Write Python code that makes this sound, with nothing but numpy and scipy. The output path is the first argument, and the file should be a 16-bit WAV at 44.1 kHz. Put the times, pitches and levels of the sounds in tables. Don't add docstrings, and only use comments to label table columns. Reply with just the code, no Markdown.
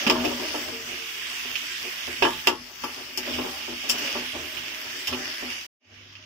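import sys
import numpy as np
from scipy import signal
from scipy.fft import rfft, irfft
from scipy.io import wavfile
from scipy.ndimage import uniform_filter1d

SR = 44100
rng = np.random.default_rng(int(sys.argv[2]) if len(sys.argv) > 2 else 0)


def unload_audio(sound):
    columns = np.transpose(np.atleast_2d(sound))
    steps = np.round(np.clip(columns, -1, 1) * 32767)
    wavfile.write(sys.argv[1], SR, steps.astype(np.int16))


def gain_from_db(level_db):
    decades = np.asarray(level_db, float) / 20
    return 10 ** decades


N = 275625
T = np.arange(N) / SR
HZ = np.fft.rfftfreq(N, 1 / SR)
CUT_S = 5.667

# (frequency [Hz], level [dB], t60 [s])
WOK_MODES = [(247.7, 1, 0.23), (302.8, -3, 0.26), (337.7, -8.5, 0.44), (366.4, 2, 0.21), (432, 4, 0.065),
             (465, -2, 0.15), (558.4, -2.5, 0.097), (629, -0.5, 0.12), (702, -4, 0.12), (779, -3, 0.16),
             (857, -7, 0.22), (933, -2.5, 0.11), (1058, -4, 0.076), (1100, -17.5, 0.24), (1171, -6.5, 0.14),
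             (1225, -11, 0.14), (1310, -9.5, 0.12), (1433, -18, 0.18), (1534, -14.5, 0.076),
             (1717, -4, 0.062), (1987, -22, 0.26)]
# (start [s], hold [s], shove [dB], grit [dB])
STROKES = [(0.09, 0.13, -31.5, -36.5), (0.258, 0.034, -31.5, -38), (0.357, 0.22, -49.5, -42),
           (0.678, 0.046, -49.5, -44), (0.846, 0.037, -50, -46.5), (1.465, 0.059, -57, -47.5),
           (1.819, .02, -55, -49), (2.08, 0.045, -49, -54), (2.216, 0.06, -38, -51),
           (2.46, 0.14, -47.5, -53.5), (2.833, 0.018, -49, -49.5), (2.987, .01, -53.5, -47.5),
           (3.187, .08, -53, -58), (3.282, 0.019, -43.5, -40), (3.335, 0.086, -41, -41.5),
           (3.708, 0.011, -44.5, -55), (3.91, 0.17, -58.5, -40.5), (4.143, 0.095, -49, -43.5),
           (4.346, 0.0081, -42, -43.5), (4.571, 0.014, -50, -42), (4.867, .01, -54, -46.5),
           (5.122, 0.0064, -37, -40.5), (5.217, 0.052, -64, -44.5), (5.422, 0.069, -50.5, -48)]


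def colour(points, hz):
    p = np.array(points, float)
    return gain_from_db(np.interp(np.log(np.maximum(hz, 1)), np.log(p[:, 0]), p[:, 1]))


def unit(x, lo_hz, hi_hz):
    power = np.abs(rfft(np.mean(x, axis=0))[(HZ > lo_hz) & (HZ < hi_hz)]) ** 2
    return x / (np.sqrt(2 * power.sum()) / N)


def band(x, lo_hz, hi_hz):
    return signal.sosfilt(signal.butter(2, [lo_hz, hi_hz], "bandpass", fs=SR, output="sos"), x)


def walk(rate_hz):
    hold = int(SR / rate_hz)
    steps = rng.standard_normal(2000)[np.arange(N) // hold]
    return 1.3 * uniform_filter1d(uniform_filter1d(steps, hold), hold)


def clicks(rate_hz, spread_db):
    size = rng.choice([-1., 1.], N) * gain_from_db(spread_db * np.minimum(rng.exponential(size=N), 5))
    x = size * (rng.random(N) < rate_hz / SR)
    return x / x.std()


def decaying_sines(modes, t):
    return sum(gain_from_db(db - 60 * t / t60_s) * np.sin(2 * np.pi * hz * t) for hz, db, t60_s in modes)


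def sides(pan_db):
    return gain_from_db(np.array([pan_db, -pan_db]) / 2)


def shots(first, later):
    return np.where(T < CUT_S + .05, first, later)


def strokes(peak_db, rise_db_s, fall_db_s, rest_db):
    level_db = np.full(N, float(rest_db))
    for (start_s, hold_s, *_), db in zip(STROKES, peak_db):
        rise_db = rise_db_s * np.maximum(start_s - T, 0)
        fall_db = fall_db_s * np.maximum(T - start_s - hold_s, 0)
        level_db = np.maximum(level_db, db - rise_db - fall_db)
    return level_db


def response(points):
    cepstrum = irfft(np.log(colour(points, np.fft.rfftfreq(2048, 1 / SR))))
    cepstrum[1:1024] *= 2
    cepstrum[1025:] = 0
    return irfft(np.exp(rfft(cepstrum)))[:768]


def ports(x):
    # (frequency [Hz], level [dB per Hz])
    left_port = [(150, -44.5), (500, -25.5), (1000, -43.5), (2000, -12), (2900, -8), (3900, -13),
                 (4600, -8.5), (5300, -5), (6200, -12), (7500, -20.5), (10000, -25), (12500, -25.5),
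                 (14600, -17.5), (16500, -30)]
    right_port = [(150, -28), (500, -31.5), (1000, -28), (1600, 0.5), (2300, 3.5), (2900, 6.5), (3400, 2.5),
                  (4100, -8), (5500, -9.5), (7000, -16.5), (9000, -26), (12500, -23), (14500, -30),
                  (16500, -16.5)]
    return np.array([signal.oaconvolve(c, response(p))[:N] for c, p in zip(x, (left_port, right_port))])


def fry():
    # (time [s], sizzle [dB], left minus right [dB])
    fry_levels = [(0.0, -27.5, 5), (0.1, -34.5, 5), (0.59, -32, 8), (0.7, -36, 8), (0.91, -35.5, 6.5),
                  (1.05, -35.5, 6.5), (1.35, -34, 6), (2.1, -34.5, 5), (2.47, -37, 6.5), (2.55, -43, 9),
                  (2.72, -45, 11.5), (2.84, -38, 9), (3.16, -41, 9.5), (3.29, -34.5, 6.5), (3.81, -36.5, 6),
                  (4.06, -32.5, 7.5), (4.37, -36.5, 4.5), (5.05, -36, 7.5)]
    s, db, pan_db = np.transpose(fry_levels)
    return shots(np.interp(T, s, db), -51.5), shots(np.interp(T, s, pan_db), 6.5)


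def sizzle():
    edges_hz = [0, 700, 1400, 2100, 3000, 4200, 5600, 7000, 9000, 12000, SR]
    pops = rfft(clicks(rate_hz=330, spread_db=4.5))
    swell = walk(1.485)
    spray_db = shots(2.5, -10) - 0.5 * walk(7.7)
    out = np.zeros((2, N))
    for lo, hi in zip(edges_hz, edges_hz[1:]):
        shared = rng.standard_normal(N) * np.clip(1.3 - hi / 1500, .25, .95)
        fizz = np.array([shared + 1.2 * rng.standard_normal(N) + 0.6 * clicks(rate_hz=640, spread_db=1.0)
                         for _ in "LR"])
        layer = irfft((rfft(fizz) + 0.31 * pops) * ((HZ >= lo) & (HZ < hi)), N)
        flicker_db = 0.33 * swell + 1.6 * walk(14.) + spray_db * (lo > 6500)
        out += layer / layer.std() * np.sqrt(min(hi, SR / 2) - lo) * gain_from_db(flicker_db)
    level_db, pan_db = fry()
    return unit(ports(out), 2200, 9100) * gain_from_db(level_db) * sides(pan_db)


def ring(force, spot_db, damp):
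    out = np.zeros((2, N))
    for k, (hz, db, t60_s) in enumerate(WOK_MODES):
        pole = np.exp(2j * np.pi * hz / SR - np.log(1000) / (damp * t60_s * SR))
        part = np.searchsorted([260, 800], hz)
        z = signal.lfilter([(-1) ** k * gain_from_db(db)], [1, -pole], force[part] * gain_from_db(spot_db * walk(8.3)))
        lag = rng.standard_normal() * min((hz / 560) ** 2, 1.7)
        out[0] += z.imag
        out[1] += (z * np.exp(1j * lag)).imag * min(0.4 + hz / 1100, 1.5)
    return band(out, 180.5, 3400)


def drag():
    _, _, shove, scrape = np.transpose(STROKES)
    shove_db = shots(strokes(shove, rise_db_s=611, fall_db_s=210.5, rest_db=-70), -72)
    grit_db = shots(strokes(scrape, rise_db_s=155.5, fall_db_s=44.5, rest_db=-56), -62)
    rasp_gain = np.hypot(gain_from_db(grit_db - 5), gain_from_db(fry()[0] - 13.5 + 1.8 * walk(7.4)))
    slip = clicks(rate_hz=900, spread_db=1.5) * gain_from_db(3.04 * walk(30.))
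    grit = gain_from_db(grit_db - 28.0) * slip
    swing_db = np.minimum(np.roll(shove_db, int(.012 * SR)), -30)
    phase = 2 * np.pi * np.cumsum(WOK_MODES[0][0] * (1 + 0.012 * walk(35.))) / SR
    bowl = np.sqrt(2) * gain_from_db(swing_db + 3. * walk(40.)) * np.sin(phase) * sides(2.3)[:, None]
    rasp = band(np.array([clicks(rate_hz=2900, spread_db=2.5) for _ in "LR"]), 950, 1600)
    body = ring([grit, grit, gain_from_db(-2.5) * grit], spot_db=3, damp=.5)
    return bowl + body + rasp_gain * rasp / rasp.std() * sides(-2.5)[:, None]


def blows():
    # (time [s], flank [dB], bowl [dB], rim [dB], left minus right [dB])
    hard_blows = [(0.065, -20, -11, -23, -4), (0.097, -12, -34, -19, 0.5), (0.152, -24, -25.5, -27, 2.5),
                  (0.242, -15, -29.5, -30.5, 5.5), (0.396, -25, -27, -39, 3), (0.542, -21.5, -29, -31.5, 0),
                  (2.221, -10.5, -31, -17, -1.5), (2.248, -29.5, -32.5, -15.5, 8.5),
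                  (2.271, -22.5, -45, -24.5, 0), (2.469, -15, -18, -18, 7), (2.835, -26.5, -30.5, -27.5, 4),
                  (3.172, -30, -33, -36, 1.5), (3.383, -21.5, -40, -30.5, 2.5),
                  (3.894, -30, -40.5, -31, 3.5), (4.15, -23.5, -25.5, -30.5, 0),
                  (4.353, -31.5, -41, -42, 0), (5.079, -33.5, -46, -35.5, -2), (5.124, -26, -39, -29.5, 1)]
    # (time [s], flank [dB], left minus right [dB])
    soft_bumps = [(0.68, -33, 6), (0.724, -39, 7), (1.448, -33, -1), (1.847, -34, -2), (2.075, -29, 0.5),
                  (3.002, -44, 7), (3.267, -32.5, 0), (3.3, -42.5, 19), (3.444, -23.5, 1), (3.679, -27, 0),
                  (3.724, -38.5, 8), (3.836, -32.5, 2), (3.941, -29, 1), (3.984, -38, 1), (5.423, -28, -1)]
    chatter_s, clank_db, clank_t60_s = 0.033, -19.5, 0.21
    force, pan_db = np.zeros((3, N)), np.zeros(N)
    t = T[:int(.2 * SR)]
    bumps = [(s, db, db - 3, db - 12, pan) for s, db, pan in soft_bumps]
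    for s, flank_db, bowl_db, rim_db, pan in sorted(hard_blows + bumps):
        rattle = rng.standard_normal(len(t))
        push = .024 * rattle * np.abs(rattle) * np.exp(-t / chatter_s)
        push[0] += 1
        k = int((s + .0015) * SR)
        part_db = np.array([bowl_db - 7.0, flank_db - 11.0, rim_db - 2.0])
        force[:, k:k + len(t)] += gain_from_db(part_db)[:, None] * push[:N - k]
        pan_db[k:] = pan
    dense = rng.standard_normal(len(t)) + .5 * rng.standard_normal((2, len(t)))
    dense = dense * gain_from_db(clank_db - 60 * t / clank_t60_s)
    clank = signal.oaconvolve(force[1:].sum(axis=0)[None], dense, axes=1)[:, :N]
    body = ring(force, spot_db=1.5, damp=.6) + band(clank, 380, 1200)
    return body * sides(uniform_filter1d(pan_db, 200) + 1.0)


def clacks():
    # (time [s], peak [dB], top share [dB], left minus right [dB], crack [0-1])
    clack_events = [(0.0667, -8, -27.5, 2.5, 0.28), (0.0988, -11, -24.5, 8.5, 1),
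                    (0.1996, -29, -28.5, -2, 0.5), (0.2455, -15.5, -23.5, 4, 0),
                    (0.395, -40.5, -13, 0, 0.8), (0.549, -32, -19, -7, 0.6), (1.5554, -20, -30, 0.5, 0.79),
                    (2.2242, -9.5, -31, 1, 0.45), (2.2445, -17, -21, -9.5, 0.06),
                    (2.4722, -10, -20, 5, 0.88), (2.8379, -25, -18.5, 5, 0.47),
                    (3.1752, -27.5, -6, 5.5, 0.7), (3.337, -24.5, -17.5, 3, 0.3),
                    (3.3819, -25.5, -21, 2, 0.26), (3.89, -18.5, -4, -5, 0.06),
                    (3.8973, -19, -12.5, 8, 0.55), (3.905, -25, -33, 4, 0.2), (3.979, -31, -6.5, -8, 0),
                    (4.568, -25.5, -23.5, -3, 0.3), (5.0726, -19.5, -13.5, -2, 0.37),
                    (5.1296, -23, -22, -1.5, 0.36), (5.514, -36.5, -29, -15, 0.72),
                    (6.126, -46, -30, 16, 0.5), (6.1535, -37, -38, 6, 0.7)]
    # (frequency [Hz], level [dB], t60 [s])
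    edge_modes = [(4600, -39.5, .05), (5376, -40, .05), (5360, -47.5, .06), (5595, -28, 0.038),
                  (7270, -34.5, 0.15)]
    # (frequency [Hz], level [dB], t60 [s])
    tine_modes = [(2745, -46, .15), (2914, -46, .18)]
    blade_hz, blade_width_hz, blade_db = 2850, 700, 3
    low, top = np.zeros((2, 2, N))
    t = T[:int(.1 * SR)]
    for s, db, top_db, pan_db, crack in clack_events:
        grit = rng.standard_normal((2, len(t)))
        grit = 0.6 * grit + 0.47 * grit[0]
        contact_s = 0.014 * (1 - 0.74 * crack)
        crack = min(crack, .98)
        skid = np.exp(-(t / contact_s) ** 2) * (1 - np.exp(-t / (contact_s * 0.35 * (1 - crack))))
        burst = grit * np.abs(grit) ** .5 * skid
        burst[:, 0] += 24 * crack
        burst = gain_from_db(db) * burst * sides(pan_db + 0.74)[:, None]
        k = int(s * SR)
        low[:, k:k + len(t)] += burst[:, :N - k]
        top[:, k:k + len(t)] += gain_from_db(top_db + 24.0) * burst[:, :N - k]
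    top = top + signal.oaconvolve(top, decaying_sines(edge_modes, t)[None], axes=1)[:, :N]
    split = np.clip((HZ - 3500) / 3500, 0, 1)
    blade = 1 + gain_from_db(blade_db) / (1 + (2 * (HZ - blade_hz) / blade_width_hz) ** 2)
    high_pass = HZ ** 2 / (HZ ** 2 + 1300 ** 2)
    x = irfft((rfft(low) * blade * (1 - split) + rfft(top) * split) * high_pass, N)
    t = T[:int(.3 * SR)]
    tail = gain_from_db(-21.5) * rng.standard_normal((2, len(t))) * gain_from_db(-60 * t / 0.12)
    tail += decaying_sines(tine_modes, t)
    tail[:, 0] = 1
    return gain_from_db(-1.87) * ports(signal.oaconvolve(x, tail, axes=1)[:, :N])


def rings():
    # (start [s], frequency [Hz], level [dB], t60 [s])
    lone_modes = [
        (0.11, 635, -24, .3),
        (0.72, 456, -40, 0.62),
        (0.98, 457, -49.5, .9),
        (1.7, 367, -50, .8),
        (2.27, 870, -32.5, 0.46),
        (2.5, 1100, -35, .3),
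        (3.919, 3070, -41, .9),
        (4.15, 596, -30.5, 0.16),
        (4.45, 629, -51.5, 1.9),
        (4.72, 629, -54.5, 2.5),
    ]
    out = np.zeros(N)
    for s, hz, db, t60_s in lone_modes:
        t = np.maximum(T - s, 0)
        swell = 1 - np.exp(-t / 0.0073)
        out += gain_from_db(db - 60 * t / t60_s + 2.6 * walk(25.)) * swell * np.sin(2 * np.pi * hz * t)
    return shots(out, 0) * sides(1.5)[:, None]


def stand():
    # (frequency [Hz], level [dB per Hz])
    boom_colour = [(20, -39.5), (40, -5), (65, -11), (80, 5), (95, -12.5), (130, -4.5), (190, -10.5),
                   (300, -10), (600, -95.5)]
    hum_hz, hum_db, hum_starts_s, hum_rise_s = 98.5, -57, 5.83, 0.069
    mid, side = irfft(rfft(rng.standard_normal((2, N))) * colour(boom_colour, HZ), N)
    hum = np.sqrt(2) * gain_from_db(hum_db + 1.5 * walk(30.)) * np.sin(2 * np.pi * hum_hz * T)
    rock_db = -46.5 + 0.62 * (np.minimum(np.transpose(STROKES)[2], -34) + 34)
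    boom_db = shots(strokes(rock_db, rise_db_s=305.5, fall_db_s=78, rest_db=-65.5), -66.5)
    boom = unit(mid * sides(1.5)[:, None] + .14 * side * np.array([[1], [-1]]), 55, 120) * gain_from_db(boom_db)
    late = np.clip((T - hum_starts_s) / hum_rise_s, 0, 1)
    return late * hum + shots(1, late) * boom


def scene():
    return sizzle() + drag() + blows() + clacks() + rings() + stand()


def starve(x, depth_db):
    # (frequency [Hz], share [0-1])
    starved_share = [(3750, 0), (4000, .34), (4250, .25), (4500, 0), (6500, .03), (8200, .3), (10000, .26),
                     (12500, .3), (14000, .08), (15400, .25)]
    top_hz = 15700
    hz, _, z = signal.stft(x, SR, nperseg=1024)
    luck = uniform_filter1d(rng.standard_normal((1, 129, z.shape[2])), size=5, axis=2)
    luck = np.repeat(luck / luck.std(), 4, axis=1)[:, :len(hz)]
    share = np.clip(np.interp(hz, *np.transpose(starved_share), left=0), 0, 1)[:, None]
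    rank = 1 / (1 + np.exp(-1.7 * luck))
    gain = gain_from_db(depth_db * np.clip((share - rank) / .03, 0, 1))
    gain = gain * np.where(hz > top_hz, gain_from_db(-60), 1)[:, None]
    return signal.istft(z * gain, SR, nperseg=1024)[1][:, :N]


def band_limit(x):
    return signal.sosfilt(signal.butter(12, 16650, fs=SR, output="sos"), x)


def record(dry):
    fade_out_ends_s, fade_out_s = 5.738, 0.19
    back_s, fade_in_s, fade_in_bend = 5.795, .15, 1.6
    fade_out = np.clip((fade_out_ends_s - T) / fade_out_s, 0, 1) * np.clip((CUT_S - T) / .002, 0, 1)
    fade_in = np.clip((T - back_s) / fade_in_s, 0, 1) ** fade_in_bend
    limited = np.tanh(.9 * dry) / .9
    return band_limit(starve(limited, depth_db=-28) * (fade_out + fade_in))


dry = scene()
out = record(dry)
unload_audio(out)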